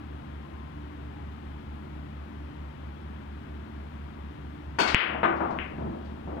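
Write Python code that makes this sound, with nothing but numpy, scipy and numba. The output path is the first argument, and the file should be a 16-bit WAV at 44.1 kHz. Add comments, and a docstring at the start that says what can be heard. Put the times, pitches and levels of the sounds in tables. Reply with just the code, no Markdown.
"""A sharp crack and a loud smash, then rolling, thuds and clicks: a break shot on a pool table.
The cue strikes the cue ball, which scatters the racked balls; they rumble over the cloth and bump
the cushions. Each hit is a short pulse that echoes round a bare room, where two fans hum and throb.
A limiter turns the smash down and lets the sound swell back; the right microphone is shaded and dull."""
import sys
import numpy as np
from scipy import signal
from scipy.fft import rfft, irfft
from scipy.io import wavfile
from numba import njit

SR = 44100
rng = np.random.default_rng(int(sys.argv[2]) if len(sys.argv) > 2 else 0)


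def waveform_to_disk(signal):
    """Save audio, clipped to [-1, 1], as 16-bit WAV at the path in sys.argv[1]."""
    frames = np.transpose(np.atleast_2d(signal))
    scaled = np.clip(frames, -1, 1) * 32767
    samples = np.round(scaled).astype(np.int16)
    wavfile.write(sys.argv[1], SR, samples)


N = 282240
BLOW = 2 ** 15   # samples in which a hit dies away
BREAK_S = 4.9449   # the cue ball reaches the rack
RIGHT_LAG_S = 26 / SR
FAN_A_HZ, FAN_B_HZ, MAINS_HZ = 73.81, 69.44, 120


def from_db(db):
    """Turn decibels into a number to multiply a sound by."""
    return 10 ** (np.asarray(db) / 20)


def at_hz(points, hz):
    """Read between the rows of a table, with all octaves equally wide."""
    known, values = np.transpose(points)
    return np.interp(np.log(np.maximum(hz, 1)), np.log(known), values)


def bins(size):
    """List the frequencies in a spectrum of this many samples."""
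    return np.arange(size // 2 + 1) * SR / size


def coloured(x, colour):
    """Make each frequency louder or softer, as a table says."""
    size = x.shape[-1]
    return irfft(rfft(x) * from_db(at_hz(colour, bins(size))), size)


def diffuse(size):
    """White room noise at two microphones: the right hears it later, and less alike in the treble."""
    # how alike the two sides are: (frequency [Hz], likeness [0-1])
    likeness = [(80, .998), (200, 0.84), (400, 0.81), (800, 0.68), (3000, 0.28), (8000, 0.28), (15000, .6)]
    hz = bins(size)
    left, other = rfft(rng.standard_normal((2, size)))
    alike = np.clip(at_hz(likeness, hz), 0, 1)
    right = alike * left + np.sqrt(1 - alike ** 2) * other
    lag = np.exp(-2j * np.pi * hz * RIGHT_LAG_S)
    return irfft(np.array([left, right * lag]), size)


def steady(spectrum):
    """Even room noise with the given level per Hz."""
    return coloured(diffuse(N), spectrum) * np.sqrt(SR / 2)


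def body(colour, modes=()):
    """A struck thing gives a short crack and rings on at its own notes (modes), if it has any."""
    t = np.arange(BLOW) / SR
    # minimum phase: keep the colour, but pack the sound at the very start
    cepstrum = irfft(np.log(from_db(at_hz(colour, bins(BLOW)))))
    cepstrum[1:BLOW // 2] *= 2
    cepstrum[BLOW // 2 + 1:] = 0
    crack = irfft(np.exp(rfft(cepstrum)))
    return crack + sum(from_db(db) * np.exp(-np.log(1000) * t / fade_s) * np.cos(2 * np.pi * hz * t)
                       for hz, db, fade_s in modes)


def room(direct_db, build_s, direct_s=0.00048, band_count=9):
    """Sound arrives directly (direct_db against the tail), then as two echoes and a fading tail."""
    # echoes off the lamp and ceiling: (delay [s], level against the direct sound [dB])
    echoes = [(.0077, -21), (.0136, -10)]
    # how long the room rings: (frequency [Hz], time to fade 60 dB [s])
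    fade_times = [(100, 0.18), (350, .6), (1000, 0.55), (2500, 0.49), (5000, 0.28), (12000, 0.32)]
    t = np.arange(BLOW) / SR
    centres = np.geomspace(60, 15000, band_count)
    noise, tail = rfft(diffuse(BLOW)), 0
    for hz, share in zip(centres, np.eye(band_count)):
        band = irfft(noise * at_hz(np.c_[centres, share], bins(BLOW)))
        tail = tail + band * np.exp(-np.log(1000) * t / at_hz(fade_times, hz))
    path = tail * (1 - np.exp(-t / build_s))
    path /= np.sqrt(SR * fade_times[2][1] / np.log(1e6))   # divide out a mid-range tail's strength
    for delay, db in [(direct_s, 0)] + echoes:
        path[:, round(delay * SR)] += from_db(direct_db + db)
    return path


def add(out, s, sound):
    """Mix a sound in, starting at s seconds."""
    start = round(s * SR)
    out[:, start:start + sound.shape[-1]] += sound[..., :N - start]


def blows(hits, struck, direct_db, steepness, build_s=0.0014):
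    """Each hit takes its own path through the room; a longer contact cuts off more treble."""
    out = np.zeros((2, N))
    for s, db, cutoff_hz in hits:
        contact = signal.butter(steepness, min(cutoff_hz, SR / 2 - 1000), fs=SR, output="sos")
        pulse = signal.sosfilt(contact, struck + 1e-18)
        pulse = from_db(db) * pulse / np.sqrt(np.sum(pulse ** 2))
        add(out, s, signal.fftconvolve(room(direct_db, build_s), pulse[None], axes=1))
    return out


def fans(waver=0.23, waver_hz=3, in_step_s=1.965):
    """Two motors at nearly the same speed drift in and out of step, throbbing over rushing air."""
    # hum of each fan and the mains: (pitch [Hz], list of (multiple of the pitch, level [dB]))
    hums = [(FAN_A_HZ, [(1, -43.8), (2, -53), (3, -56), (4, -57), (5, -68)]), (FAN_B_HZ, [(1, -48.3),
            (3, -58), (4, -66)]), (MAINS_HZ, [(1, -58.5), (2, -64)])]
    # rush of the ventilation: (frequency [Hz], level [dB per Hz])
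    air = [(20, -80.5), (45, -81), (75, -66), (110, -70.5), (230, -71.5), (310, -72), (480, -81.5),
           (900, -77), (1500, -82.5), (2200, -87), (3300, -91.5), (5000, -105), (7500, -116), (15000, -128)]
    t = np.arange(N) / SR - in_step_s - np.array([[0], [RIGHT_LAG_S]])
    hum = 0
    for hz, tones in hums:
        for multiple, db in tones:
            slow = irfft(rfft(rng.standard_normal(N)) * np.exp(-(bins(N) / waver_hz) ** 2), N)
            swell = 1 + waver * (multiple - 1) * slow / slow.std()   # only the overtones waver
            hum = hum + np.sqrt(2) * from_db(db) * swell * np.cos(2 * np.pi * hz * round(multiple) * t)
    return hum + steady(air)


def whistles(width_hz=9):
    """Faint tones, each a narrow band of noise, come and go in the rush of air."""
    # the tones: (time of the top [s], pitch [Hz], level [dB], half length [s])
    tones = [(.55, 1045, -59.5, .22), (1.21, 835, -55, .11), (1.68, 838, -56.5, .13), (3.53, 664, -60, .08)]
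    t, noise, out = np.arange(N) / SR, rfft(diffuse(N)), 0
    for s, hz, db, half_s in tones:
        narrow = irfft(noise / (1 + ((bins(N) - hz) / width_hz) ** 2), N)
        out = out + from_db(db) * np.exp(-.5 * ((t - s) / half_s) ** 2) * narrow / narrow.std()
    return out


def rolling(roll_db=-3.5, rise_s=.15, fade_db_per_s=2.5, swell_s=5.85, swell_db=2.5, swell_half_s=.075):
    """The scattered balls rumble, swell once and fade as the cloth slows them."""
    # balls rolling on the slate under the cloth: (frequency [Hz], level before shaping [dB per Hz])
    rumble = [(40, -73), (110, -69), (200, -59.5), (320, -65.5), (500, -76), (900, -72.5), (1600, -86),
              (4000, -111), (12000, -150)]
    t = np.arange(N) / SR
    age = np.maximum(t - BREAK_S, 0)
    roll = from_db(roll_db - fade_db_per_s * age) * (1 - np.exp(-age / rise_s))
    swell = from_db(swell_db) * np.exp(-.5 * ((t - swell_s) / swell_half_s) ** 2)
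    return np.hypot(roll, swell) * steady(rumble)


def ball_ticks(cutoff_hz=6700):
    """Faint, sharp ticks sound among the balls."""
    # the ticks: (time [s], level [dB])
    ticks = [(5.362, -17), (5.507, -15.5), (6.048, -20)]
    # tone of a tick: (frequency [Hz], relative level [dB])
    colour = [(300, -14), (2000, 5), (5000, -6), (14000, -37)]
    hits = [(s, db, cutoff_hz) for s, db in ticks]
    return blows(hits, body(colour), direct_db=-13, steepness=1, build_s=0.0018)


def cushion_thuds(nudge_count=3, from_s=5.62, to_s=5.92, nudge_db=-8, spread_db=2):
    """Balls bump the table's rails; a faster ball leaves the rubber sooner and sounds brighter."""
    # ball on cushion: (time [s], level [dB])
    bumps = [(5.03, 5), (5.097, 6), (5.147, 6.5), (5.2312, 19), (5.244, 15), (5.4045, 10), (5.437, 7),
             (5.495, 4.5), (5.785, -2), (5.941, -6), (6.274, -2), (6.318, -3.5), (6.368, -1)]
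    # tone of a rail: (frequency [Hz], relative level [dB])
    colour = [(50, -26), (120, 0), (230, 5), (340, 0), (480, 5.5), (750, 10), (1100, 10.5), (1800, 6.5),
              (2700, 9), (4000, 4.5), (6000, -24), (12000, -34)]
    # ringing of the rails: (pitch [Hz], relative level [dB], time to fade 60 dB [s])
    modes = [(335, -44, .25), (378, -47, .15), (667, -50, .25), (746, -50, .25), (1102, -48, .2),
             (1220, -49, .25), (1384, -50, .2), (1506, -49, .2)]
    # slow balls add a few soft nudges at random
    slots = (np.arange(nudge_count) + rng.random(nudge_count)) / nudge_count
    nudges = zip(from_s + (to_s - from_s) * slots, nudge_db + spread_db * rng.standard_normal(nudge_count))
    cutoff_hz, db_per_octave = 750, 16.5   # treble cut-off at 0 dB, and the extra level that doubles it
    hits = [(s, db, cutoff_hz * 2 ** (db / db_per_octave)) for s, db in [*bumps, *nudges]]
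    return blows(hits, body(colour, modes), direct_db=-14.5, steepness=3)


def slate_knocks():
    """The hopping cue ball lands on the slate; then the break jolts the slate with a dull thud."""
    # knocks on the slate: (time [s], level [dB], treble cut-off [Hz])
    hits = [(4.862, 3, 9000), (4.876, 11, 7000), (4.949, 14, 900)]
    # tone of a knock: (frequency [Hz], relative level [dB])
    colour = [(100, -17), (350, -7), (700, -4.5), (1300, -1), (2200, -1.5), (3300, -5.5), (4500, -7),
              (7000, -19), (10000, -27), (14000, -55)]
    return blows(hits, body(colour), direct_db=-24, steepness=2)


def cue_strike():
    """The cue cracks against the ball, knocks the table with its shaft and rings briefly."""
    # cue on ball and table: (time [s], level [dB], treble cut-off [Hz])
    hits = [(4.7862, 16.5, 1210), (4.7884, 8.5, 14000), (4.801, 14, 8000)]
    # tone of the cue: (frequency [Hz], relative level [dB])
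    colour = [(60, -33), (180, -7), (340, -1.5), (500, -7.5), (750, 1.5), (1200, 0.5), (1800, -4),
              (2700, 2), (3600, -2.5), (5500, -13), (8000, -18.5), (14000, -37)]
    # ringing of the cue: (pitch [Hz], relative level [dB], time to fade 60 dB [s])
    modes = [(895, -50, .2), (982, -52, .2), (1400, -45, .1), (1506, -41, .22), (2189, -46, .3),
             (2420, -51, .25), (2560, -48, .15), (2805, -47, .25), (4385, -34, .085), (4470, -40, .06),
             (5930, -44, .045)]
    return blows(hits, body(colour, modes), direct_db=-17, steepness=2)


def overload_thump(db=2, length_s=0.00096, after_s=0.0012):
    """A brief low thump as the loud crack overloads the microphones."""
    out = np.zeros((2, N))
    age = np.arange(BLOW) / SR / length_s
    add(out, BREAK_S + after_s, -from_db(db) * age * np.exp(1 - age))
    return out


def ball_smash():
    """The blow runs from ball to ball through the rack; one more clack comes later."""
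    # ball on ball: (time [s], level [dB], treble cut-off [Hz])
    hits = [(4.9449, 26, 2950), (4.9452, 8, 4900), (4.9453, 23, 3150), (5.5875, 3, 2850)]
    # tone of a clack: (frequency [Hz], relative level [dB])
    colour = [(60, -58), (300, -25), (600, -13.5), (1100, -1), (1800, 2.5), (2700, 4.5), (4000, 11),
              (12000, -1)]
    return blows(hits, body(colour), direct_db=-6.5, steepness=12, build_s=0.0033)


def scene():
    """Mix the shot, the scattering balls and the room's hum."""
    shot = cue_strike() + slate_knocks() + ball_smash() + overload_thump()
    return shot + cushion_thuds() + ball_ticks() + rolling() + fans() + whistles()


@njit
def follow(over, attack, release):
    """Follow a level up quickly and let go slowly (times in samples)."""
    out, held = np.zeros(len(over)), 0.
    for i in range(len(over)):
        held += (over[i] - held) / (attack if over[i] > held else release)
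        out[i] = held
    return out


def record(dry, limit_db=-9.7, attack_s=0.00032, release_s=.14, cutoff_hz=15800):
    """Two hissing microphones feed a limiter too slow for the first peak, which gets squashed."""
    # microphone hiss: (frequency [Hz], level [dB per Hz])
    hiss_colour = [(100, -112), (3000, -113), (7000, -116), (11000, -118), (15000, -120)]
    # dullness of the shaded right microphone: (frequency [Hz], level against the left [dB])
    right_shade = [(60, 0), (220, 0), (380, -1), (700, -7), (1300, -10), (2400, -14), (4400, -18),
                   (8000, -14), (15000, -11)]
    hiss = coloured(rng.standard_normal((2, N)), hiss_colour) * np.sqrt(SR / 2)
    heard = np.array([dry[0], coloured(dry[1], right_shade)]) + hiss
    level_db = 20 * np.log10(np.abs(heard).max(axis=0) + 1e-9)
    over_db = np.maximum(level_db - limit_db, 0)
    limited = heard * from_db(-follow(over_db, attack_s * SR, release_s * SR))
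    clipped = limited / (1 + limited ** 4) ** .25
    treble_cut = signal.ellip(10, .1, 80, cutoff_hz, fs=SR, output="sos")
    return signal.sosfilt(treble_cut, clipped)


dry = scene()
out = record(dry)
waveform_to_disk(out)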